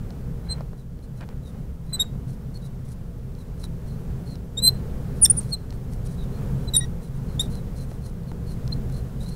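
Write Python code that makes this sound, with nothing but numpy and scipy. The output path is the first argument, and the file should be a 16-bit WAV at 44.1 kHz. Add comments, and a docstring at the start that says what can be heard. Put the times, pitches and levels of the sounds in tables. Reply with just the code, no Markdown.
"""A felt marker writes capital letters on a glass board, heard close in a small, damped room.
The felt rubs with a soft hiss that stirs the nib's resonance; on some strokes the nib sticks, slips and squeaks,
mostly near 4 or 9 kHz, with half-order lines where the slips are uneven. Landings tick: pen modes, felt crack
and a knock on the pane. A sleeve rustles as shaped noise. Behind it all the ventilation hums, rumbles and
hisses as coloured noise, over a faint whine; the room adds a weak tail and the recorder cuts the top."""
import sys
import numpy as np
from scipy import signal
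from scipy.fft import rfft, irfft
from scipy.io import wavfile
from scipy.ndimage import map_coordinates

SR = 44100
rng = np.random.default_rng(int(sys.argv[2]) if len(sys.argv) > 2 else 0)


def to_wav(s):
    """Save 16-bit WAV."""
    ch = np.atleast_2d(s).T  # columns
    pcm = np.round(np.clip(ch, -1, 1) * 32767)  # PCM
    wavfile.write(sys.argv[1], SR, pcm.astype(np.int16))


N = 412335
T = np.arange(N) / SR
FREQS = np.maximum(np.arange(N // 2 + 1) * SR / N, 1)  # Hz, kept above zero for the logarithm


def undb(db):
    """Decibels to gain."""
    return 10 ** (np.asarray(db) / 20)


def unit(x):
    """Scale to rms 1."""
    return x / np.sqrt(np.mean(x ** 2) + 1e-20)


def noise(colour, modes=()):
    """Noise of rms 1 with a (f/Hz, level/dB) colour, lifted at some resonances."""
    hz, db = np.transpose(colour)
    shape_db = np.interp(np.log(FREQS), np.log(hz), db)
    for centre_hz, width_hz, lift_db in modes:
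        shape_db = shape_db + lift_db / (1 + (2 * (FREQS - centre_hz) / width_hz) ** 2)
    spectrum = rfft(rng.standard_normal(N)) * undb(shape_db)
    return unit(irfft(spectrum, N))


def walk(rate_hz, size):
    """Random wander of spread about 1 that takes a new value rate_hz times a second."""
    place = np.arange(size) * rate_hz / SR
    values = rng.standard_normal(size // 4 + 8)
    # straight lines between the values narrow the spread; the root restores it
    return map_coordinates(values, [place], order=1, mode="wrap") * np.sqrt(3 / 2)


def span(start, end):
    """Times of the samples between two moments, at least two of them."""
    first = int(start * SR)
    return np.arange(first, max(int(end * SR), first + 2)) / SR


def fade(t, edge_s):
    """Gate with rounded ends."""
    to_nearest_end = np.minimum(t - t[0], t[-1] - t)
    return np.sin(np.pi / 2 * np.clip(to_nearest_end / edge_s, 0, 1))


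def add(out, start, sound):
    """Mix a sound in at a time."""
    i = max(int(start * SR), 0)
    out[i:i + len(sound)] += sound[:max(N - i, 0)]


# Colour of the duct hum before the room modes lift it: f/Hz, relative level/dB
HUM_COLOUR = [(60, -11), (95, -7), (135, -3), (200, -8.5), (310, -23), (460, -20.5), (620, -28),
              (1000, -34.5), (1500, -38), (2600, -48.5), (6000, -69.5)]
# Low modes of the small room: f/Hz, width/Hz, lift/dB
LOW_MODES = [(101, 4.2, 4.5), (132.3, 19, 8), (145.8, 15, -5.5), (167.4, 5.7, 8), (218, 6.5, 3),
             (255.3, 8.8, 7), (392, 12, 6.5), (459, 5.5, 3), (474.6, 16, 4.5)]
# Colour of the rumble under the hum: f/Hz, relative level/dB
RUMBLE_COLOUR = [(15, -5), (33, 4.5), (46, -5), (64, 3), (88, -11), (130, -20.5), (250, -33), (1000, -73.5)]
# Colour of the thin air hiss: f/Hz, relative level/dB
AIR_COLOUR = [(1000, -11), (3000, 3), (6000, 1), (10000, -0.5), (15500, -1)]
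# Slow swells of the hum: t/s, rms level/dB
HUM_SWELLS = [(0.0, -32), (0.6, -33.5), (0.84, -40), (1.26, -35.5), (1.44, -36.5), (1.56, -34),
              (1.8, -37.5), (1.98, -34), (3.19, -36.0), (4.21, -31), (4.51, -35.5), (4.63, -29.5),
              (5.36, -28.5), (5.6, -33.5), (6.2, -30.5), (6.44, -26.5), (7.11, -33), (7.35, -28.5),
              (8.19, -34), (8.73, -29), (9.34, -32)]
HUM_USUAL_DB = -32.5  # level about which the hum swells
WHINE_HZ, WHINE_DB = 14002, -82  # rms level


def ventilation(rumble_db=-33.5, rumble_share=0.8, air_db=-60.0, air_share=0.79, air_rise_db_per_s=0.06):
    """Duct noise fills the room's low modes; rumble and a growing hiss share its swells; a whine is steady."""
    hum_db = np.interp(T, *np.transpose(HUM_SWELLS))
    swell_db = hum_db - HUM_USUAL_DB
    hum = undb(hum_db) * noise(HUM_COLOUR, LOW_MODES)
    rumble = undb(rumble_db + rumble_share * swell_db) * noise(RUMBLE_COLOUR)
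    growth_db = air_rise_db_per_s * (T - T.mean())
    air = undb(air_db + air_share * swell_db + growth_db) * noise(AIR_COLOUR)
    whine = undb(WHINE_DB) * np.sqrt(2) * np.sin(2 * np.pi * WHINE_HZ * T)
    return hum + rumble + air + whine


ROOM_T60_S, ROOM_DB = 0.21, -26.5  # tail energy relative to the direct sound


def room(x, first_s=0.0044):
    """A damped room returns a weak, short tail of diffuse reflections behind the close direct sound."""
    t = np.arange(SR // 2) / SR
    tail = rng.standard_normal(len(t)) * undb(-60 * t / ROOM_T60_S) * (t > first_s)
    tail = tail / np.linalg.norm(tail)
    return x + undb(ROOM_DB) * signal.fftconvolve(x, tail)[:N]


# Sleeve rustles: start t/s, end t/s, level/dB
RUSTLE_TIMES = [(0.465, 0.625, -52), (1.203, 1.244, -46.5), (1.292, 1.338, -54), (1.534, 1.596, -59.5),
                (1.92, 2.052, -51), (4.63, 4.75, -57)]
# Colour of the rustling cloth: f/Hz, relative level/dB
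CLOTH_COLOUR = [(200, -11), (500, 4), (900, 1), (1600, -1), (3000, -13), (6000, -29), (14000, -35)]


def sleeve(grain_db=2.0, crease_hz=260, edge_s=0.0051):
    """Cloth rustles unevenly as the arm moves, crease by crease."""
    motion = np.zeros(N)
    for start, end, db in RUSTLE_TIMES:
        add(motion, start, undb(db) * fade(span(start, end), edge_s))
    creases = unit(undb(grain_db * walk(crease_hz, size=N)))
    return motion * creases * noise(CLOTH_COLOUR)


# Colour of felt on glass, for cracks, rubbing and scrapes alike: f/Hz, relative level/dB
FELT_COLOUR = [(1000, 0.5), (3000, -12), (4200, -2), (5000, -4.5), (5700, -1), (7300, -5), (9000, 0.5),
               (10400, 1), (11200, -7.5), (12700, -6.5), (15500, -18.5)]
# Nib landings: t/s, peak level of the pen's ring/dB, dull knock relative level before pane_db/dB,
# crack of the felt relative level/dB
LANDINGS = [(.106, -34, -2, -23), (.608, -37.5, 11.5, -28), (0.732, -49.5, 13, -16), (.991, -49, 7, -14),
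            (1.21, -40.5, 7, -14), (1.29, -45, 11.5, -14), (3.351, -41, -14, -16), (3.641, -29.5, -18, -6),
            (4.356, -33.5, -8, -17), (5.706, -30, -15, -19), (5.726, -42, 6, -16), (5.935, -41, -16, 2),
            (6.072, -34, -13, -5), (7.554, -31.5, -16, -3.5), (7.915, -42, 10.5, -18),
            (8.234, -43, -11, -16), (8.317, -46, 16, -20), (8.678, -27, -18, -22), (8.899, -39, 3.5, -14)]
# What a landing rings with: f/Hz before the grip shifts it, relative level/dB, t60/s
PEN_RING = [(3350, -6, .007), (4200, 8, .009), (4740, 9, 0.0055), (5340, 6, 0.0097), (6040, -9, .006),
            (7330, -5, 0.0057), (9800, -8, .004)]
# Colour of the dull knock on the pane: f/Hz, relative level/dB
KNOCK_COLOUR = [(150, 8), (500, 11), (900, 0), (2000, -15.5), (4000, -36), (10000, -57)]
KNOCK_T60_S, CRACK_T60_S = .022, .008


def ticks(pane_db=3, detune=0.018):
    """The landing nib rings the pen briefly, cracks the felt and knocks the pane."""
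    out, t = np.zeros(N), np.arange(SR // 10) / SR
    knock_noise, crack_noise = noise(KNOCK_COLOUR), noise(FELT_COLOUR)
    for start, db, knock_db, crack_db in LANDINGS:
        i = rng.integers(N - len(t))
        grip = 1 + detune * rng.standard_normal(len(PEN_RING))  # the fingers shift the modes a little
        pen = np.zeros(len(t))
        for (hz, mode_db, t60), shift in zip(PEN_RING, grip):
            pen += undb(mode_db - 60 * t / t60) * np.sin(2 * np.pi * hz * shift * t)
        pen = pen / np.abs(pen).max()
        crack = crack_noise[i:i + len(t)] * undb(crack_db - 60 * t / CRACK_T60_S)
        pane = knock_noise[i:i + len(t)] * undb(-60 * t / KNOCK_T60_S)
        pane = undb(knock_db + pane_db) * pane / np.abs(pane).max()
        add(out, start, undb(db) * (pen + crack + pane))
    return out


# Pen strokes: start t/s, end t/s, hiss level/dB, nib resonance f/Hz before the speed bends it,
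# its glide along the stroke/Hz, nib resonance rms level/dB
PEN_STROKES = [(0.432, .58, -69, 4100, 150, -65), (0.76, 0.834, -67, 3930, -300, -70),
               (1.015, 1.065, -62.5, 4200, 200, -67), (1.155, 1.23, -63, 4060, 0, -73),
               (1.426, 1.515, -60, 3800, -450, -62.5), (1.858, 1.965, -62.5, 4000, -100, -65),
               (1.986, 2.047, -58, 3770, 0, -66), (2.272, 2.355, -58, 4220, 0, -76),
               (2.537, 2.583, -55.5, 4290, -100, -59), (2.613, 2.688, -59.5, 3900, -150, -62),
               (2.843, 2.942, -58, 4000, 0, -80), (3.374, 3.435, -62, 4040, -250, -64),
               (3.572, 3.647, -60, 4190, 0, -69), (3.628, 3.665, -52, 3960, -250, -48),
               (3.852, 3.963, -62, 4200, -200, -65), (4.252, 4.363, -58, 4220, -280, -56),
               (4.683, 4.715, -49.5, 4080, 1, -60), (5.15, 5.226, -57, 4060, 0, -77),
               (5.304, 5.533, -54, 4150, 300.5, -71), (5.723, 5.771, -57, 4380, 0, -72),
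               (5.897, 5.975, -57.5, 4120, -0.5, -76), (6.03, 6.156, -54.5, 3950, -1, -69),
               (6.172, 6.254, -59.5, 3820, -300, -56.5), (6.312, 6.4, -66, 4200, 100.5, -64),
               (6.588, 6.688, -60.5, 4060, 0, -73), (6.724, 6.869, -52.5, 3700, -200, -52.5),
               (7.006, 7.094, -58, 4060, -250, -67.5), (7.138, 7.19, -59, 3830, 0, -69),
               (7.26, 7.366, -62.5, 4160, -300, -64.5), (7.404, 7.47, -50, 3690, -200, -51),
               (7.497, 7.608, -54, 4120, -300, -57), (7.751, 7.855, -52.5, 4150, -300, -59.5),
               (7.882, 7.973, -57, 4050, 1, -75), (8.016, 8.105, -53.5, 4200, -300, -61.5),
               (8.266, 8.318, -61.5, 4220, -300, -62), (8.458, 8.548, -54.5, 4240, -350, -57.5),
               (8.71, 8.756, -54, 4100, 200, -62), (8.917, 9.016, -52.5, 4170, 0, -58.5),
               (9.194, 9.258, -51.5, 3900, 200, -55), (9.254, 9.305, -53.5, 4120, 150, -52),
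               (9.297, 9.355, -53, 4240, 200, -55)]


def rubbing(grain_db=2.0, catch_db=3.0, nib_width_hz=340, bend=.025, edge_s=0.011, arch=.4):
    """Felt fibres catch on glass and hiss; they stir a nib resonance that rises with speed and glides."""
    pressure, ring = np.zeros(N), np.zeros(N)
    for start, end, db, hz, glide_hz, ring_db in PEN_STROKES:
        t = span(start, end)
        speed = fade(t, (t[-1] - t[0]) / 2)  # fastest at mid-stroke
        add(pressure, start, undb(db) * fade(t, edge_s) * (1 + arch * (speed - 1)))
        speed_bend = bend * (speed - np.sqrt(3) / 2)
        glide = glide_hz / hz * np.linspace(-.5, .5, len(t))
        phase = 2 * np.pi * np.cumsum(hz * (1 + speed_bend + glide)) / SR
        # two slow wanders on a carrier make a narrow band of noise
        stir = walk(nib_width_hz, size=len(t)) * np.cos(phase)
        stir += walk(nib_width_hz, size=len(t)) * np.sin(phase)
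        add(ring, start, undb(ring_db) * unit(stir * speed))
    fibres_db = grain_db * walk(700, size=N) + catch_db * walk(90, size=N)
    hiss = pressure * unit(undb(fibres_db)) * noise(FELT_COLOUR)
    return hiss + ring


SQUEAK_EDGE_DB = 27.5  # a squeak grows from, and dies to, this far under its held level
PURE_ABOVE_DB, PURE_SLOPE = -12.5, 3.6  # above this level the 2nd harmonic gives way, in dB per dB
MELLOW_DB = 12.5  # fade of the 2nd harmonic over the second half of a squeak
UNEVEN_DB = 19  # growth of the half-order lines from start to end
OVERTONE_LAG = .5  # in attack and release the overtones drop this many dB more for each dB of level


def squeak(row, felt, jitter=0.0033, shimmer_db=1.54, scrape_db=-19, scrape_share=0.31, fourth_db=-18,
           half_db=(-17, -6, 0, -13)):
    """The nib sticks and slips; when every second slip differs, lines appear between the harmonics."""
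    (start, end, attack_s, release_s, level_db, swell_db,
     mid_hz, glide_hz, arch_hz, second, third, halves) = row
    t = span(start, end)
    along = np.linspace(-.5, .5, len(t))
    rise = np.clip(1 - (t - t[0]) / max(attack_s, 1 / SR), 0, 1)
    fall = np.clip(1 - (t[-1] - t) / max(release_s, 1 / SR), 0, 1)
    held_db = level_db + swell_db * along
    edge_db = -SQUEAK_EDGE_DB * (rise ** 2 + fall ** 2)
    slip_hz = mid_hz + glide_hz * along - arch_hz * (2 * along) ** 2

    # overtone levels relative to the fundamental, in dB
    second = second - PURE_SLOPE * np.maximum(held_db - PURE_ABOVE_DB, 0)
    second = second - MELLOW_DB * np.maximum(2 * along, 0) ** 2
    halves = halves + UNEVEN_DB * along
    second, third, halves = (lift + OVERTONE_LAG * edge_db for lift in (second, third, halves))
    partials = [(1, 0), (2, second), (3, third), (4, third + fourth_db)]
    partials += [(k + .5, halves + lift) for k, lift in enumerate(half_db)]

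    phase = 2 * np.pi * np.cumsum(slip_hz * (1 + jitter * walk(500, size=len(t)))) / SR
    tone = np.zeros(len(t))
    for order, lift in partials:
        tone += undb(lift) * np.sin(order * phase) * (order * slip_hz < SR / 2)
    # even slipping whistles cleanly; uneven slipping also scrapes
    scrape = undb(scrape_db + scrape_share * halves) * felt[:len(t)]
    level = undb(held_db + edge_db + shimmer_db * walk(300, size=len(t)))
    return (tone + scrape) * level * fade(t, 0.0013)


# Squeaks: start t/s, end t/s, attack/s, release/s, level of the fundamental at mid-squeak/dB,
# swell from start to end/dB, slip rate at mid-squeak f/Hz, glide from start to end/Hz,
# arch of the middle over the ends/Hz; then relative levels before they vary along the squeak:
# 2nd harmonic/dB, 3rd harmonic/dB, half-order lines/dB
SINGING_STROKES = [ (0.483, 0.549, 0.033, .028, -26.5, 2, 4137, 53, 80, -7, -32, -62),
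                   (1.924, 1.975, 0.014, 0.025, -28, -1, 4020, -150, 5, -0.5, -14, -45),
                   (1.992, 2.038, 0.01, 0.023, -17.5, -2, 3775, 78, -18, -7.5, -14.5, -30),
                   (2.538, 2.585, .02, .022, -47, 0, 4330, -90, 0, -26, -40, -60),
                   (4.569, 4.611, 0.0098, 0.029, -21.5, 2.5, 3775, 301, -42, -6, -23, -24),
                   (4.613, 4.7, .027, .015, -14.5, 16.5, 4074, 90.5, 15, -2.5, -14, -60),
                   (5.213, 5.251, 0.019, 0.0016, -5.5, -2.5, 9310, -1800, -49.5, -60, -60, -65.5),
                   (5.2493, 5.261, 0.00071, 0.0018, -12, -2.5, 5400, -520, -190, -1.5, -25.5, -16),
                   (5.256, 5.265, 0.0011, 0.0021, -18, -1, 3586, 49, 0.5, -3.5, -9, -1.5),
                   (5.298, 5.32, .003, 0.01, -7.5, -3, 9520, 1547.5, -200, -60, -60, -59.5),
                   (5.365, 5.402, 0.0053, 0.011, -21, 9, 9230, -1650, 0, -60, -60, -60),
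                   (5.514, 5.559, 0.026, 0.016, -23.5, -1, 4210, -430, 46, -7.5, -22, -59),
                   (6.67, 6.702, 0.018, .015, -33.5, 0, 4030, -140, 20, -14, -36, -60),
                   (6.735, 6.777, 0.0052, 0.012, -20, 3, 3785, -120, -39.5, -7, -13, -13.5),
                   (6.764, 6.802, .005, .003, -15, -20, 9610, 0, 649.5, -60, -60, -58.5),
                   (6.802, 6.86, .01, .014, -41.5, -11.5, 1910, 13.5, 13, 2.5, -3, -50),
                   (7.393, 7.429, 0.0045, 0.018, -22, -13, 3780, 330, 112, -8, -13.5, -14),
                   (8.719, 8.738, .011, 0.0092, -22, 0, 4160, 300, 30, -34, -45, -60)]


def squeaks():
    """All the strokes on which the nib sings, each with its own stretch of felt noise."""
    out, felt = np.zeros(N), noise(FELT_COLOUR)
    for row in SINGING_STROKES:
        add(out, row[0], squeak(row, np.roll(felt, rng.integers(N))))
    return out


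def scene():
    """Close writing sounds with the room's tail, over the ventilation."""
    writing = squeaks() + rubbing() + ticks() + sleeve()
    return (room(writing) + ventilation())[None]


TOP_HZ = 15700


def record(dry):
    """The recorder cuts the top steeply."""
    low_pass = signal.ellip(12, .1, 80, TOP_HZ, fs=SR, output="sos")
    return signal.sosfilt(low_pass, dry)


dry = scene()
out = record(dry)
to_wav(out)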